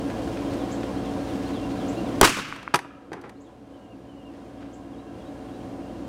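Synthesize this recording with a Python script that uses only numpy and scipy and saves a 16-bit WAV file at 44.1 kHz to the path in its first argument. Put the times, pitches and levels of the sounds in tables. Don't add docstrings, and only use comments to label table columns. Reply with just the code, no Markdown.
import sys
import numpy as np
from scipy import signal
from scipy.fft import rfft, irfft
from scipy.io import wavfile
from scipy.ndimage import minimum_filter1d

SR = 44100
rng = np.random.default_rng(int(sys.argv[2]) if len(sys.argv) > 2 else 0)


def wav_record(signal):
    frames = np.transpose(np.atleast_2d(signal))
    bounded = np.clip(frames, -1, 1)
    quanta = np.round(bounded * 32767).astype(np.int16)
    wavfile.write(sys.argv[1], SR, quanta)


N = 268128
TIME = np.arange(N) / SR
FIRE_S = 2.2128

# f/Hz, relative level/dB
HISS_COLOUR = [(300, -20.5), (1200, 1), (2500, 4.5), (5000, -0.5), (9500, -11), (11500, -16.5),
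               (16000, -22)]
# f/Hz, relative level/dB
BOOM_COLOUR = [(25, 1.5), (40, -4), (65, -11.5), (100, 0.5), (220, -2), (340, 3.5), (700, -7), (1100, 1.5),
               (2200, -9.5), (5000, -15), (9000, -21.5), (12000, -30), (16000, -36.5)]


def amp(db):
    return 10 ** (np.asarray(db) / 20)


def unit_rms(x):
    return x / np.sqrt(np.mean(x ** 2) + 1e-20)


def value_at(points, hz):
    f, value = np.transpose(points)
    return np.interp(np.log(hz + 1), np.log(f + 1), value)


def fade(t, t60):
    return np.exp(-np.log(1000) * t / np.maximum(t60, 1e-3))


def add(mix, s, sound):
    part = mix[max(round(s * SR), 0):][:len(sound)]
    part += sound[:len(part)]


def noise(colour, size):
    hz = np.fft.rfftfreq(size, 1 / SR)
    return unit_rms(irfft(rfft(rng.standard_normal(size)) * amp(value_at(colour, hz)), size))


def drift(rate_hz):
    lowpass = np.exp(-(np.fft.rfftfreq(N, 1 / SR) / rate_hz) ** 2)
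    return unit_rms(irfft(rfft(rng.standard_normal(N)) * lowpass, N))


def coloured(x, colour, tilt_db):
    hz = abs(np.fft.fftfreq(4096, 1 / SR))
    gain = amp(value_at(colour, hz) + tilt_db * np.log2(np.maximum(hz, 300)))
    spectrum = np.exp(np.conj(signal.hilbert(np.log(gain))))
    response = np.fft.ifft(spectrum).real[:len(hz) // 2]
    return signal.oaconvolve(x, response / np.linalg.norm(response))[:len(x)]


def burst(colour, rise_s, t60, tilt_db=0):
    t = TIME[:SR // 2]
    envelope = np.minimum(t / rise_s, 1) * fade(np.maximum(t - rise_s, 0), t60)
    return coloured(rng.standard_normal(len(t)) * envelope, colour, tilt_db)


def reverb(x, tail):
    return signal.fftconvolve(x, tail / np.linalg.norm(tail))[:N]


def fan(air_db=-32, swell_db=0.7, waver=0.12, wander_hz=0.83):
    # f/Hz, level/dB
    motor_tones = [(59.2, -46), (118.4, -44), (186, -44.5), (279.9, -36.5), (441.4, -45.5), (635.2, -63),
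                   (748.3, -45)]
    # f/Hz, width/Hz, level/dB
    casing_modes = [(281.2, 15, -38.5), (332.7, 31, -39), (690, 8.9, -51.5), (993, 27, -53),
                    (1073, 20, -56), (1317, 6.9, -66), (1490, 6, -64.5), (1600, 4.2, -62), (1674, 6, -62.5),
                    (2806, 87, -62), (3160, 30, -63)]
    # f/Hz, relative level/dB
    air_colour = [(25, -32), (45, -17), (95, -6), (145, -13), (200, -5), (270, -1), (390, -13), (520, -6),
                  (850, -17.5), (1800, -28.5), (3800, -35.5), (9500, -44.5), (11000, -49), (16000, -56)]
    hum = np.zeros(N)
    for hz, db in motor_tones:
        level = amp(db) * (1 + waver * drift(16))
        hum += level * np.sin(2 * np.pi * np.cumsum(hz + wander_hz * drift(3.5)) / SR)
    casing = sum(amp(db) * drift(width) * np.sin(2 * np.pi * hz * TIME) for hz, width, db in casing_modes)
    rush = amp(air_db + swell_db * drift(4.2)) * noise(air_colour, N)
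    return np.sqrt(2) * (hum + casing) + rush


def fuse(burn_db=-54.5, flutter_db=2.0, sparks_per_s=350, spark_db=14):
    # t/s, level/dB
    spits = [(0.1, -37.5), (.275, -38), (.371, -36.5), (0.388, -43), (0.831, -35)]
    # t/s, level/dB, t60/s
    flares = [(.21, -51.5, 1.4), (0.524, -47, 0.1), (1.26, -52, 1.2)]
    sparks = (rng.random(N) < sparks_per_s / SR) * rng.standard_normal(N)
    fizz = noise(HISS_COLOUR, N) + amp(spark_db) * coloured(sparks, HISS_COLOUR, tilt_db=1.5)
    out = amp(burn_db + flutter_db * drift(35)) * fizz * (TIME < FIRE_S)
    for s, db in spits:
        add(out, s, amp(db) * burst(HISS_COLOUR, rise_s=0.0014, t60=0.038, tilt_db=-6))
    for s, db, t60 in flares:
        add(out, s, amp(db) * burst(HISS_COLOUR, rise_s=0.013, t60=t60, tilt_db=2))
    return out


def sing(calls, notes, bend, quaver=0.0044):
    out, pitch = np.zeros(N), 1 + quaver * drift(150)
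    for s, db in calls:
        for delay, length, start_hz, end_hz, note_db in notes:
            u = np.linspace(0, 1, int(length * SR))
            glide = u + bend * u * (1 - u)
            hz = (start_hz + (end_hz - start_hz) * glide) * pitch[int(s * SR):][:len(u)]
            envelope = amp(db + note_db) * np.sqrt(abs(np.sin(np.pi * u)))
            add(out, s + delay, envelope * np.sin(2 * np.pi * np.cumsum(hz) / SR))
    return out


def through_trees(x, blur_db, t60):
    leaves = rng.standard_normal(SR) * fade(TIME[:SR], t60)
    return x + amp(blur_db) * reverb(x, leaves)


def birds(run_hz=3000, step_hz=105, sag_hz=190, spacing_s=.084, note_s=.068):
    # delay/s, length/s, start f/Hz, end f/Hz, relative level/dB
    slur = [(0, .042, 3680, 4420, -2), (.08, .078, 4300, 2930, .5)]
    chip = [(0, .022, 5600, 8100, 0)]
    pip = [(0.0018, .048, 2700, 2810, 0)]
    couplet = [(0, 0.037, 3500, 3120, -5), (.052, 0.032, 3650, 4000, -1.5)]
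    # t/s, relative level/dB
    slur_cues = [(.495, -54.5), (.715, -57.5), (.947, -55), (1.19, -56.5), (1.445, -50), (1.693, -52.5),
                 (1.958, -55), (3.352, -53)]
    chip_cues = [(.71, -46), (1.877, -48), (3.401, -47), (4.726, -47)]
    pip_cues = [(1.62, -50.5), (1.957, -49.5), (5.055, -56)]
    run_cues = [(3.716, -51), (4.071, -48.5)]
    couplet_cues = [(4.925, -50.5), (5.2, -49.5), (5.472, -53)]
    steps = run_hz - step_hz * np.arange(3)
    run = [(k * spacing_s, note_s, hz, hz - sag_hz, 0) for k, hz in enumerate(steps)]
    song = sing(slur_cues, slur, bend=0.51) + sing(pip_cues, pip, bend=0.36)
    song += sing(run_cues, run, bend=-2.5) + sing(couplet_cues, couplet, bend=.1)
    chips = sing(chip_cues, chip, bend=.35)
    song = through_trees(song, blur_db=-5, t60=.22)
    chips = through_trees(chips, blur_db=1, t60=.25)
    return amp(3) * song + amp(.7) * chips


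def blast_wave(push_s, ragged=0.11):
    t = TIME[:SR // 10]
    wave = (1 - t / push_s + ragged * rng.standard_normal(len(t))) * np.exp(-t / push_s)
    return np.convolve(wave, np.hanning(7) / 3)


def shot(blast_db=1.5, jet_db=15, slap_db=25.5, slap_loss_db=3.5, slap_gap_s=.00255, thump_db=7):
    out = np.zeros(N)
    add(out, FIRE_S, amp(blast_db) * blast_wave(push_s=0.00056))
    add(out, FIRE_S, amp(jet_db) * burst(BOOM_COLOUR, rise_s=0.000099, t60=0.013, tilt_db=1.5))
    for k, jitter_s in enumerate(.0002 * rng.standard_normal(7)):
        s = FIRE_S + .0022 + k * slap_gap_s + jitter_s
        add(out, s, amp(slap_db - k * slap_loss_db) * blast_wave(push_s=.0006))
    u = (TIME - FIRE_S - 0.015) / .0075
    return out - amp(thump_db) * u * np.exp(-u ** 2)


def yard_tail(rise_s):
    # f/Hz, relative level/dB, t60/s
    yard_bands = [(30, -29.5, .4), (120, 2, 1.2), (262.3, 6, 0.81), (600, -13, 1), (1300, -1.5, 1.3),
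                  (2000, -3, 1.1), (2655, 1.5, 0.96), (3770, -7, 0.91), (9000, -4.5, 0.41),
                  (12500, -20, .55), (16000, -24, .5)]
    hz, db, t60 = np.transpose(yard_bands)
    f, t, bands = signal.stft(noise(np.c_[hz, db], SR * 2), SR, nperseg=512)
    decay = fade(t, value_at(np.c_[hz, t60], f)[:, None])
    tail = signal.istft(bands * decay, SR, nperseg=512)[1]
    return tail * np.minimum(TIME[:len(tail)] / rise_s, 1)


def echoes(first_db=10.5, loss_per_doubling_db=6, near_db=7.5, far_db=-25, tail_db=-3, patchy_db=0.96):
    # t/s, tilt/(dB per octave)
    reflections = [(2.228, -0.5), (2.272, 1), (2.291, 1), (2.367, 0.5), (2.386, 0)]
    out, first_delay = np.zeros(N), reflections[0][0] - FIRE_S
    for s, tilt_db in reflections:
        db = first_db - loss_per_doubling_db * np.log2((s - FIRE_S) / first_delay)
        add(out, s, amp(db) * burst(BOOM_COLOUR, rise_s=0.0025, t60=0.086, tilt_db=tilt_db))
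    add(out, FIRE_S + .024, amp(near_db) * burst(BOOM_COLOUR, rise_s=.014, t60=0.084, tilt_db=2.6))
    add(out, FIRE_S + .247, amp(far_db) * burst(BOOM_COLOUR, rise_s=0.027, t60=0.63, tilt_db=0.3))
    tail = yard_tail(rise_s=0.072)
    uneven_db = patchy_db * drift(60)[:len(tail)]
    add(out, FIRE_S, tail * amp(tail_db + uneven_db))
    return out


def debris(width_cycles=0.55, ground_gain=0.61, ground_delay_s=.00085):
    # t/s, peak level/dB, f/Hz
    pops = [(2.5258, 0.5, 1530), (2.678, 2, 1410)]
    out, t = np.zeros(N), np.arange(-SR // 200, SR // 200) / SR
    for s, db, hz in pops:
        pop = amp(db) * np.cos(2 * np.pi * hz * t) * np.exp(-(hz * t / width_cycles) ** 2)
        add(out, s + t[0], pop)
        add(out, s + t[0] + ground_delay_s, ground_gain * pop)
    return out


def in_yard(x, near_db, near_t60, far_db):
    near = rng.standard_normal(SR) * fade(TIME[:SR], near_t60)
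    far = yard_tail(rise_s=0.013)
    return x + amp(near_db) * reverb(x, near) + amp(far_db) * reverb(x, far)


def tumble(ring_db=-7, rattle_db=-15.5, low_cut_hz=85):
    # t/s, level/dB, tilt/(dB per octave)
    blows = [(2.561, -17, 1.5), (2.628, -19.5, 1), (2.7396, 4.5, -1.5), (2.7432, 8.5, 2.5),
             (2.757, -1.5, 4.5), (2.79, -10.5, 2), (2.847, -17, -5), (3.118, -12, -5), (3.1311, -13, 1),
             (3.214, -33.5, 6.5), (3.294, -22.5, 2)]
    # f/Hz, relative level/dB, t60/s
    iron_modes = [(157, -19, 0.12), (358, 2, 0.037), (788, -27.5, .035), (970, 8, 0.084),
                  (1110, -10, 0.031), (1594, 2, 0.041), (2150, -19, 0.035), (4700, -2, .025),
                  (5000, -17, 0.048), (6080, -3, 0.025), (7750, -39, 0.0393), (8700, -18, 0.062),
                  (11500, -26, .03)]
    # f/Hz, relative level/dB
    ground_colour = [(30, -36), (75, -10), (150, -3), (260, -10), (340, 4.5), (590, -4), (780, 2),
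                     (1000, 0), (1800, -2.5), (3000, -13.5), (6500, -23.5), (10500, -28.5), (16000, -49)]
    # t/s, level/dB, t60/s
    scrapes = [(3.135, -20.5, 0.5), (3.237, -19.5, 0.28)]
    out, t = np.zeros(N), TIME[:SR // 2]
    hz, mode_db, mode_t60 = np.transpose(iron_modes)[:, :, None]
    for s, db, tilt_db in blows:
        share = amp(mode_db + tilt_db * np.log2(hz))
        struck = rng.choice([-1, 1], hz.shape) * share / np.linalg.norm(share)
        ring = (struck * fade(t, mode_t60) * np.sin(2 * np.pi * hz * t)).sum(0)
        crunch = burst(ground_colour, rise_s=0.00017, t60=0.034, tilt_db=tilt_db)
        rattle = burst(ground_colour, rise_s=0.0049, t60=0.1, tilt_db=-2.5)
        add(out, s, amp(db) * (crunch + amp(ring_db) * ring + amp(rattle_db) * rattle))
    for s, db, t60 in scrapes:
        add(out, s, amp(db) * burst(ground_colour, rise_s=0.0012, t60=t60, tilt_db=-4))
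    radiated = signal.lfilter(*signal.butter(2, low_cut_hz, "high", fs=SR), out)
    return in_yard(radiated, near_db=-19.5, near_t60=0.29, far_db=-30)


def grass(grain_db=3.0):
    # t/s, level/dB, t60/s
    scuffs = [(4.3, -46, 0.45), (4.575, -42.5, 0.39)]
    out = np.zeros(N)
    for s, db, t60 in scuffs:
        add(out, s, amp(db) * burst(HISS_COLOUR, rise_s=0.053, t60=t60, tilt_db=-8))
    return out * amp(grain_db * drift(200))


def scene():
    return (fan() + fuse() + shot() + echoes() + tumble() + debris() + birds() + grass())[None]


def gain_control(x, threshold_db=-19, depth_db=17.5, attack_s=0.0013, hold_s=0.48, recover_db_per_s=4):
    power_db = 10 * np.log10(signal.lfilter(np.ones(64) / 64, 1, x[0] ** 2) + 1e-12)
    over_db = np.clip(power_db - threshold_db, 0, depth_db)
    half = int(hold_s * SR / 2)
    held_db = -minimum_filter1d(-over_db, 2 * half + 1, origin=half, mode="constant")
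    recovery_db = recover_db_per_s * TIME
    cut_db = np.maximum.accumulate(held_db + recovery_db) - recovery_db
    pole = np.exp(-1 / (attack_s * SR))
    return x * amp(-signal.lfilter([1 - pole], [1, -pole], cut_db))


def record(dry, headroom_db=16, ceiling=.95, high_cut_hz=15900):
    saturated = amp(headroom_db) * np.tanh(dry / amp(headroom_db))
    clipped = np.clip(gain_control(saturated), -ceiling, ceiling)
    lowpass = signal.firwin(255, high_cut_hz, window=("kaiser", 8), fs=SR)
    return signal.oaconvolve(clipped, lowpass[None], "same")


dry = scene()
out = record(dry)
wav_record(out)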